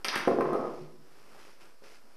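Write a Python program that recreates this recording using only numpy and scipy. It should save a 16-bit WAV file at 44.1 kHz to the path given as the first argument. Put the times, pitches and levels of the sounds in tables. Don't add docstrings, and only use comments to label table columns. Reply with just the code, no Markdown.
import sys
import numpy as np
from scipy import signal
from scipy.fft import rfft, irfft
from scipy.io import wavfile

SR = 44100
rng = np.random.default_rng(int(sys.argv[2]) if len(sys.argv) > 2 else 0)


def store_wav(level_fs):
    pcm = np.round(np.clip(np.atleast_2d(level_fs), -1, 1) * 32767)
    wavfile.write(sys.argv[1], SR, pcm.T.astype(np.int16))


def magnitude_from_level(level_db):
    exponent = np.asarray(level_db, float) / 20
    return 10 ** exponent


N = 95388


def rms_one(x):
    return x / np.sqrt(np.mean(x ** 2) + 1e-20)


def at_hz(points, hz):
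    table_hz, values = np.transpose(points)
    return np.interp(np.log(hz), np.log(table_hz), values)


def gain_curve(rows):
    start_s, level_db = np.transpose(rows)
    return magnitude_from_level(np.interp(np.arange(N) / SR, start_s, level_db, left=-120, right=-120))


def coloured(x, spectrum):
    hz = np.maximum(np.arange(N // 2 + 1) * SR / N, 1)
    return rms_one(irfft(rfft(x) * magnitude_from_level(at_hz(spectrum, hz)), N))


def ring(force, hz, t60):
    decay = magnitude_from_level(-60 / (max(t60, .003) * SR))
    turn = 2 * np.pi * hz / SR
    feedback = [1, -2 * decay * np.cos(turn), decay * decay]
    return signal.lfilter([0, np.sin(turn)], feedback, force + 1e-18)


def contact(ms):
    t = np.arange(200) / (SR * max(ms, .01) / 1000)
    bump = t ** 2 * np.exp(-4 * t)
    return bump / bump.sum()


def blows(rows, modes, crack_db, sign=-1):
    scatter_db, detune = 2.5, .012
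    focus_db_per_oct = 10.5
    crack_ms, crack_s, crack_db_per_oct = 0.038, 0.0043, 12
    crack_n = 600

    luck, shift = rng.normal(0, 1, (2, len(rows), len(modes)))
    fading = np.exp(-np.arange(crack_n) / (SR * crack_s))
    grit = rng.standard_normal((len(rows), crack_n)) * fading
    rings, crack = np.zeros(N + SR), np.zeros(N + crack_n)
    hz, db, t60 = np.transpose(modes)
    for (start_s, level_db, ms, best_hz), chance, off, rough in zip(rows, luck, shift, grit):
        i = int(start_s * SR)
        octaves_away = np.abs(np.log2(hz / best_hz))
        sizes = magnitude_from_level(level_db + db - focus_db_per_oct * octaves_away + scatter_db * chance)
        for k in range(len(modes)):
            force = np.pad(contact(ms), (0, int(min(t60[k], .9) * SR)))
            tone = ring(force, hz[k] * (1 + detune * off[k]), t60[k])
            rings[i:i + len(force)] += sizes[k] * sign ** k / 2 * tone
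        crack_level_db = level_db + crack_db - crack_db_per_oct * np.log2(ms / crack_ms)
        crack[i:i + crack_n] += magnitude_from_level(crack_level_db) * rough
    return rings[:N] + np.convolve(crack, contact(crack_ms))[:N]


def rattle(curve, per_s, ms, modes):
    sizes = magnitude_from_level(2.7 * np.minimum(rng.exponential(1, N), 3))
    touches = sizes * (rng.random(N) < per_s / SR)
    out = np.zeros(N)
    for hz, db, t60 in modes:
        force = np.convolve(touches * rng.standard_normal(N), contact(ms))[:N]
        out += magnitude_from_level(db) * ring(force, hz, t60 / 2)
    return gain_curve(curve) * rms_one(out)


def rubbing(curve, spectrum):
    fibres_per_s = 3400
    strong = rng.random(N) < fibres_per_s / SR
    grains = rng.standard_normal(N) * (0.41 + 2.0 * strong)
    return gain_curve(curve) * coloured(grains, spectrum)


def room(x):
    # pitch_hz, time_s
    fade_times = [(100, 1), (300, 0.73), (1000, 0.59), (3000, 0.56), (6000, 0.45), (12000, 0.26)]
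    # pitch_hz, level_db
    echo_colour = [(80, -21), (250, -2), (1000, -4), (12000, -0.5)]
    room_db, first_echo_s, build_s = -2, 0.0015, 0.0037

    t = np.arange(SR) / SR
    edges = 60 * 2 ** np.arange(0, 8.1, .5)
    white = rng.standard_normal((2, SR))
    tail = np.zeros(SR)
    for k, (low, high) in enumerate(zip(edges, edges[1:])):
        middle = np.sqrt(low * high)
        sos = signal.butter(2, [low, high], "band", fs=SR, output="sos")
        band = signal.sosfilt(sos, white[k % 2])
        tail += band * magnitude_from_level(at_hz(echo_colour, middle) - 60 * t / at_hz(fade_times, middle))
    tail *= np.clip((t - first_echo_s) / build_s, 0, 1)
    tail /= np.sqrt(np.sum(tail ** 2))
    return x + magnitude_from_level(room_db) * signal.fftconvolve(x, tail)[:N]


def microphone(x):
    # pitch_hz, level_db
    response = [(60, -28.5), (130, -11), (300, -2.5), (2000, 3), (3500, -0.5), (5300, -1.5), (6300, -5),
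                (7600, -16), (8300, -6.5), (9000, 1), (10500, -6), (11800, -1), (13000, -23)]
    hz = np.maximum(np.arange(2049) * SR / 4096, 1)
    log_gain = np.log(magnitude_from_level(at_hz(response, hz)))
    fold = irfft(log_gain) * np.r_[1, np.full(2047, 2), 1, np.zeros(2047)]
    return signal.fftconvolve(x, irfft(np.exp(rfft(fold))))[:N]


def hiss():
    # pitch_hz, level_db (per Hz)
    colour = [(30, 8), (90, -3), (200, -16), (500, 0.5), (1000, -5), (2000, -5.5), (3700, -9.5),
              (5100, -1.5), (6500, -12), (8000, -10), (10000, -11.5), (13000, -10.5)]
    hiss_db = -68
    return magnitude_from_level(hiss_db) * coloured(rng.standard_normal(N), colour)


def clothes():
    # start_s, level_db (rms)
    moving = [(.3, -60.5), (.8, -61.5), (1.0, -76), (1.15, -67), (1.37, -63.5), (1.40, -57.5),
              (1.49, -59.5), (1.595, -70.5), (1.61, -59), (1.70, -66.5), (1.76, -78.5), (1.825, -73),
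              (1.84, -58), (1.96, -60.5), (2.02, -72), (2.16, -70.5)]
    # pitch_hz, level_db (per Hz)
    cloth = [(200, -30.5), (600, -7), (1200, -3), (2500, -0.5), (3800, -9), (5300, -3), (6500, -12),
             (8000, -17), (10500, -15.5), (13000, -25)]
    return rubbing(moving, cloth)


def shifting_soles():
    # start_s, level_db (rms)
    shuffle = [(0, -57.5), (.04, -61), (.9, -72), (1.1, -62.5), (1.31, -59), (1.34, -57), (1.48, -58.5),
               (1.55, -65.5), (1.65, -58), (1.80, -70.5), (1.845, -60), (1.93, -60.5), (1.98, -65.5),
               (2.16, -64)]
    # pitch_hz, level_db (per Hz)
    soles = [(100, -10), (200, -5), (400, 1), (700, -4.5), (1000, -5.5), (1400, -4.5), (2000, -15),
             (4000, -25.5)]
    return rubbing(shuffle, soles)


def footsteps():
    # start_s, level_db, contact_ms, favoured_pitch_hz
    steps = [(1.324, -40, 0.42, 440), (1.348, -40, 0.14, 503), (1.398, -54, 0.79, 404),
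             (1.821, -35.5, 0.83, 540), (1.836, -40, 0.58, 610), (1.924, -58, 0.83, 503),
             (2.04, -40.5, 0.59, 256), (2.09, -45.5, 0.81, 500)]
    # pitch_hz, level_db, time_to_fall_60_db_s
    boards = [(246, -5, 0.079), (330, -13, 0.023), (427, -1, 0.026), (562, 2.5, 0.031), (770, 5.5, 0.027)]
    return blows(steps, boards, crack_db=3, sign=0.83)


def table_box():
    # start_s, level_db, contact_ms, favoured_pitch_hz
    thuds = [(.046, -34, 0.52, 360), (.082, -31, 1, 366), (.160, -14.5, 2.1, 357), (.2745, -9, 0.64, 366),
             (.279, -12, 0.23, 680), (.286, -15, 0.47, 350), (.317, -14, 0.44, 434), (.343, -17, 1.35, 490),
             (.364, -48.5, 1.1, 465), (.3865, -12, 0.46, 547), (.3975, -13.5, 1.64, 357),
             (.408, -17.5, 0.33, 676), (.426, -13, 2.7, 440), (.449, -26.5, 3.3, 506),
             (.500, -26, 0.54, 390), (.531, -17.5, 0.42, 660), (.558, -28, 1.8, 430), (.596, -20.5, 2, 406),
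             (.654, -27, 0.2, 520), (.705, -33, 2.1, 415), (.81, -20, 3, 154), (.985, -34.5, 1.2, 168)]
    # pitch_hz, level_db, time_to_fall_60_db_s
    box = [(137.4, -17, 0.15), (153.3, -7.5, 0.98), (234, -4.5, 0.088), (266.8, -4.5, .13),
           (361.2, 3.5, 0.12), (434, -2.5, 0.087), (490, -1, 0.076), (563, -1.5, 0.049), (663, -1, 0.047),
           (797, -2, 0.029), (1040, 2, 0.031)]
    # start_s, level_db, contact_ms, favoured_pitch_hz
    rail_knocks = [(.5315, -23, 0.15, 1260), (.5442, -21, 0.29, 1260), (.554, -24, .3, 1260),
                   (.64, -31, 0.34, 1260)]
    # pitch_hz, level_db, time_to_fall_60_db_s
    rail = [(1093, -4, 0.05), (1260, 3, 0.09)]
    # start_s, level_db
    tumble = [(.29, -39), (.33, -55.5), (.45, -33.5), (.56, -31.5), (.66, -40), (.74, -48), (.79, -85),
              (.9, -70)]
    landings = blows(thuds, box, crack_db=-9, sign=0.97)
    rocking = blows(rail_knocks, rail, crack_db=3.5)
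    rolling = rattle(tumble, per_s=210, ms=0.05, modes=box)
    return landings + rocking + rolling


def skittles():
    # start_s, level_db, contact_ms, favoured_pitch_hz
    clacks = [(.0456, -17, 0.051, 3730), (.0495, -28, 0.023, 1130), (.0515, -27.5, 0.1, 3190),
              (.0797, -41, 0.1, 5030), (.0838, -17, 0.073, 4900), (.0885, -17.5, 0.1, 3400),
              (.128, -26, 0.05, 1110), (.1555, -29.5, 0.02, 2880), (.1592, -14.5, 0.15, 1670),
              (.171, -22.5, 0.073, 1510), (.176, -30.5, 0.028, 1980), (.203, -34, 0.88, 1340),
              (.278, -23.5, 0.068, 1040), (.408, -16, 0.13, 1040)]
    # pitch_hz, level_db, time_to_fall_60_db_s
    pin = [(1040, 2.5, 0.012), (1297, -1, 0.023), (1412, -3, 0.018), (1598, -6.5, 0.033), (1770, 0, 0.0096),
           (1960, -4, 0.013), (2213, -3, 0.014), (2657, 0, 0.01), (3220, 1.5, 0.007), (3735, -3, 0.015),
           (4360, 0, 0.009), (4960, 2.5, 0.016), (5780, 9, 0.007), (7040, -15, 0.018)]
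    # start_s, level_db
    chatter = [(.047, -40.5), (.07, -46), (.125, -44), (.15, -35), (.18, -42), (.26, -49), (.3, -68.5)]
    return blows(clacks, pin, crack_db=-5) + rattle(chatter, per_s=840, ms=0.2, modes=pin)


def scene():
    knocks = microphone(room(skittles() + table_box() + footsteps()))
    brushing = clothes() + shifting_soles()
    return (knocks + brushing + hiss())[None]


def band_limit(x):
    return signal.sosfilt(signal.butter(12, 13390, fs=SR, output="sos"), x)


def record(dry):
    offset = .0045
    finished = dry + offset
    return band_limit(finished)


dry = scene()
out = record(dry)
store_wav(out)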